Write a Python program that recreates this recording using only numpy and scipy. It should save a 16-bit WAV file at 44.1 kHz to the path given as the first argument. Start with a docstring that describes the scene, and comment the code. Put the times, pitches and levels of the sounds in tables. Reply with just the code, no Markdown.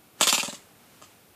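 """A toy mousetrap of plastic bricks snaps shut on a carpet in a small room, close to the microphone.
Room noise and a hand's rustle (shaped noise) run throughout; the arm's hinge scrapes in a swell of noise.
Catch, snap and six bounces follow: modes of base and arm ring, noise cracks, loose bricks chatter,
the base thuds on the carpet and the walls throw each clack back. Later a hand taps the trap three times."""
import sys
import numpy as np
from scipy import signal
from scipy.fft import irfft
from scipy.io import wavfile

SR = 44100
rng = np.random.default_rng(int(sys.argv[2]) if len(sys.argv) > 2 else 0)


def bounce(signal):
    """Save signal as a 16-bit WAV file at the path given by the first command-line argument."""
    frames = np.transpose(np.atleast_2d(signal))
    limited = np.clip(frames, -1, 1)
    pcm = np.round(limited * 32767).astype(np.int16)
    wavfile.write(sys.argv[1], SR, pcm)


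N = 59535

# Room noise and microphone hiss: frequency_hz, relative_density_db
FLOOR_SPECTRUM = [(15, -52), (25, -31), (97, -2.5), (228, -3.5), (349, -6), (644, -9.5), (775, -7.5),
                  (934, -14), (1360, -12), (1970, -18), (2190, -14.5), (6350, -22), (14500, -17.5)]
# Moving hand and sleeve: time_s, level_db
RUSTLE_LEVEL = [(0, -80), (.14, -76), (0.191, -53.5), (.6, -57), (.75, -65), (.95, -58.5), (1.12, -59.5),
                (1.35, -76.5)]
# Spectrum of rustle and hinge scrape: frequency_hz, relative_level_db
FRICTION_SPECTRUM = [(60, -13), (200, 4.5), (600, -0.5), (2000, -2.5), (5000, -7.5), (9000, -8.5),
                     (15000, -20)]
# Catch, snap, six bounces, three hand taps, each level relative to its layer:
# start_s, base_knock_db, arm_ring_db, favoured_pitch_hz, crack_db, chatter_db, thud_db
BLOWS = [ (0.203, -27, -36, 7000, -20.5, -34, -44), (.2100, 0, 3, 7100, -1.5, -1.5, -8),
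         (0.2703, -7, 2, 3430, -4.5, -1.5, -8.5), (0.3262, -4.5, -5, 7700, -2, -6, -5),
         (0.3792, -11, -1.5, 2800, -11, -14.5, -9), (0.4296, -14.5, -10, 3300, -13.5, -19, -9),
         (0.4784, -20.5, -20, 2870, -19, -23, -5.5), (0.5264, -25, -26, 2730, -25, -26.5, -11.5),
         (1.0162, -33.5, -33, 2750, -40, -47, -50), (1.0227, -28.5, -32, 6200, -34, -48, -32),
         (1.1020, -46, -44, 2600, -56, -58, -46), ]
# Nominal modes of the hollow base: pitch_hz, level_db, t60_s
BASE_MODES = [(220, -27.5, .035), (351, -24, 0.036), (589.5, -18.5, 0.044), (864, -16, .017),
              (1028, -13.5, 0.02), (1218, -12, 0.023), (1399, -21.5, 0.015), (1666, -23.5, 0.026)]
# Nominal modes of the arm and its pegs: pitch_hz, level_db, t60_s
ARM_MODES = [(2484, -24.5, 0.049), (2798, -24, 0.025), (3140, -21, 0.023), (3470, -21.5, 0.024),
             (3746, -26, 0.019), (4890, -24, 0.015), (6150, -32, .025), (6560, -24, 0.029),
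             (7180, -22, .018), (7800, -28, .018)]
# Dense high modes of the bricks: frequency_hz, relative_level_db
CRACK_SPECTRUM = [(100, -28), (400, -9), (1000, -2), (1900, -10), (3000, -3), (4700, -3), (5800, -5),
                  (7400, 1.5), (9200, -6), (12000, -10.5), (15000, -19)]
# Reflections from nearby surfaces: delay_s, gain_db
NEAR_ECHOES = [(.0022, -12), (.0058, -17.5), (0.016, -12.5), (.0205, -13.5), (.0245, -19.5)]
# Room bands: frequency_hz, first_wall_echoes_db, tail_db, tail_t60_s
ROOM_BANDS = [(120, -25, -24, .3), (300, -13, -11, 0.44), (606, -15.5, -10, 0.31), (1230, -13, -10, 0.31),
              (2340, 2.5, -1, 0.22), (4750, 2, 0, 0.24), (7500, -2.5, -0.5, 0.25), (14000, -7.5, -3, 0.29)]

FLOOR_DB = -56
SWING_START_S, SWING_END_S, SWING_END_DB, SWING_GROWTH_DB = 0.188, 0.21, -36.5, 22
STRIKE_SPREAD_DB, DETUNE_RATIO = 1.5, 0.017  # standard deviations per mode and strike
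FOCUS_DB, FOCUS_OCTAVES = 5.5, 0.24  # greatest cut away from the favoured pitch; width
CRACK_DB, CRACK_RISE_S, CRACK_T60_S = -9, 0.00071, 0.016
DULLING_ABOVE_HZ, DULLING_PER_OCTAVE = 7500, 0.35  # dB per octave per dB of crack level
CHATTER_DB, CHATTER_DELAY_S, CHATTER_T60_S = -15, 0.0055, 0.054
CLICKS_PER_S, CLICK_T60_S = 900, 0.0046
LOW_CUT_HZ = 175  # the trap's blows carry little sound below this
THUD_DB, THUD_HZ, THUD_DELAY_S, THUD_WIDTH_S = -25, 223.5, 0.00807, 0.004
LANDING_DB = -11  # added to the blow's thud_db
BOOM_DB, BOOM_HZ, BOOM_T60_S = -39.5, 75.5, 0.033
BOOM_GROWTH = 1.9  # dB per dB of knock: only hard blows shake the floor
WALLS_S, WALLS_RISE_S, WALLS_T60_S, TAIL_RISE_S = 0.0139, 0.0043, 0.064, 0.011
BAND_EDGE_HZ, CEILING = 14850, 0.62  # ceiling in full-scale amplitude


def amp(db):
    """Decibels to gain."""
    return 10 ** (np.asarray(db) / 20)


def evened(x):
    """Scales to unit rms."""
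    return x / np.sqrt(np.mean(x ** 2) + 1e-20)


def read(points, hz):
    """Interpolates a spectrum table on a log-frequency axis."""
    point_hz, value = np.transpose(points)
    return np.interp(np.log(hz + 1), np.log(point_hz + 1), value)


def fade(t, t60_s):
    """Exponential decay of 60 dB in t60_s."""
    return np.exp(-np.log(1000) * np.maximum(t, 0) / t60_s)


def add(mix, start_s, sound):
    """Mixes a sound in at a time."""
    part = mix[max(round(start_s * SR), 0):][:len(sound)]
    part += sound[:len(part)]


def noise(spectrum, size):
    """Random-phase noise of unit rms with the given spectrum."""
    hz = np.fft.rfftfreq(size, 1 / SR)
    phase = np.exp(2j * np.pi * rng.random(len(hz)))
    return evened(irfft(amp(read(spectrum, hz)) * phase, size))


def room_floor():
    """Steady room noise and microphone hiss."""
    return amp(FLOOR_DB) * noise(FLOOR_SPECTRUM, N)


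def rustle():
    """Skin and cloth slide around the trap: friction noise under a slow level curve."""
    level_db = np.interp(np.arange(N) / SR, *np.transpose(RUSTLE_LEVEL))
    return amp(level_db) * noise(FRICTION_SPECTRUM, N)


def swing():
    """The arm scrapes in its hinge, louder as it gathers speed."""
    out = np.zeros(N)
    progress = np.linspace(0, 1, round((SWING_END_S - SWING_START_S) * SR))
    level_db = SWING_END_DB - SWING_GROWTH_DB * (1 - progress)
    scrape = noise(FRICTION_SPECTRUM, N)[:len(progress)]
    add(out, SWING_START_S, amp(level_db) * scrape)
    return out


def ring(modes, t):
    """Decaying modes, struck with slightly different weights and pitches each time."""
    total = np.zeros(len(t))
    for k, (hz, db, t60_s) in enumerate(modes):
        level_chance, pitch_chance = rng.standard_normal(2)
        level = (-1) ** k * amp(db + STRIKE_SPREAD_DB * level_chance)  # alternating polarity
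        pitch_hz = hz * (1 + DETUNE_RATIO * pitch_chance)
        total += level * fade(t, t60_s) * np.sin(2 * np.pi * pitch_hz * t)
    return total


def arm_modes(favoured_hz):
    """The place where the arm lands decides which of its modes ring most."""
    modes = []
    for hz, db, t60_s in ARM_MODES:
        distance = np.log2(hz / favoured_hz) / FOCUS_OCTAVES
        cut_db = FOCUS_DB * (1 - np.exp(-distance ** 2))
        modes.append((hz, db - cut_db, t60_s))
    return modes


def crack(level_db, t):
    """Dense brick modes as a noise burst; a softer contact is duller."""
    spectrum = []
    for hz, db in CRACK_SPECTRUM:
        octaves_above = max(np.log2(hz / DULLING_ABOVE_HZ), 0)
        spectrum.append((hz, db + DULLING_PER_OCTAVE * level_db * octaves_above))
    envelope = np.minimum(t / CRACK_RISE_S, 1) * fade(t, CRACK_T60_S)
    return amp(CRACK_DB + level_db) * noise(spectrum, len(t)) * envelope


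def chatter(t):
    """Loose bricks click against each other: noise under random click envelopes."""
    happens = rng.random(len(t)) < CLICKS_PER_S / SR
    clicks = happens * rng.uniform(0.79, 1, len(t))
    clicks[0] = 1
    power = signal.fftconvolve(clicks ** 2, fade(t, CLICK_T60_S) ** 2)[:len(t)]
    envelope = evened(np.sqrt(abs(power)))
    return envelope * noise(CRACK_SPECTRUM, len(t)) * fade(t, CHATTER_T60_S)


def room(x, size):
    """Near reflections, a bright cluster of wall echoes and a short tail, scattered anew per call."""
    t, hz = np.arange(size) / SR, np.fft.rfftfreq(size, 1 / SR)
    wall_phase, tail_phase = np.exp(2j * np.pi * rng.random((2, len(hz))))
    wall_rise = np.clip((t - WALLS_S) / WALLS_RISE_S, 0, 1)
    cluster = evened(wall_rise * fade(t - WALLS_S, WALLS_T60_S))
    wall_gain = amp(read([row[:2] for row in ROOM_BANDS], hz))
    response = cluster * irfft(wall_phase * wall_gain, size)
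    for (_, _, tail_db, t60_s), shares in zip(ROOM_BANDS, np.eye(len(ROOM_BANDS))):
        # Triangular bands cross-fade between neighbours
        band = read([(row[0], share) for row, share in zip(ROOM_BANDS, shares)], hz)
        envelope = evened(np.minimum(t / TAIL_RISE_S, 1) * fade(t, t60_s))
        response += amp(tail_db) * irfft(tail_phase * band, size) * envelope
    for delay_s, db in NEAR_ECHOES:
        add(response, delay_s, amp([db]))
    return signal.fftconvolve(x, response)


def trap():
    """Every blow rings base and arm, cracks, shakes the bricks and excites the room."""
    out, t = np.zeros(N), np.arange(SR // 5) / SR
    for start_s, knock_db, arm_db, favoured_hz, crack_db, chatter_db, _ in BLOWS:
        blow = amp(knock_db) * ring(BASE_MODES, t)
        blow += amp(arm_db) * ring(arm_modes(favoured_hz), t)
        blow += crack(crack_db, t)
        add(blow, CHATTER_DELAY_S, amp(CHATTER_DB + chatter_db) * chatter(t))
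        add(out, start_s, blow)
        add(out, start_s, room(blow, size=16384))
    low_cut = signal.butter(4, LOW_CUT_HZ, "high", fs=SR, output="sos")
    return signal.sosfilt(low_cut, out)


def thuds():
    """The base is pushed into the carpet and rocks back: dead thud, light landing knock, faint boom."""
    out, t = np.zeros(N), np.arange(SR // 10) / SR
    from_peak_s = t - THUD_DELAY_S
    pulse = np.exp(-(from_peak_s / THUD_WIDTH_S) ** 2) * np.cos(2 * np.pi * THUD_HZ * from_peak_s)
    boom = fade(t, BOOM_T60_S) * np.sin(2 * np.pi * BOOM_HZ * t)
    for start_s, knock_db, *_, thud_db in BLOWS:
        add(out, start_s, amp(THUD_DB + thud_db) * pulse)
        landing = amp(LANDING_DB + thud_db) * ring(BASE_MODES[1:4], t)
        add(out, start_s + THUD_DELAY_S, landing)
        add(out, start_s, amp(BOOM_DB + BOOM_GROWTH * knock_db) * boom)
    return out


def scene():
    """The trap in its room over a quiet floor, one channel."""
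    return (room_floor() + rustle() + swing() + trap() + thuds())[None]


def record(dry):
    """The microphone rounds off the highest peaks; then the band limit."""
    rounded = CEILING * np.tanh(dry / CEILING)
    low_pass = signal.firwin(301, BAND_EDGE_HZ, window=("kaiser", 9), fs=SR)
    return signal.oaconvolve(rounded, low_pass[None], "same")


dry = scene()
out = record(dry)
bounce(out)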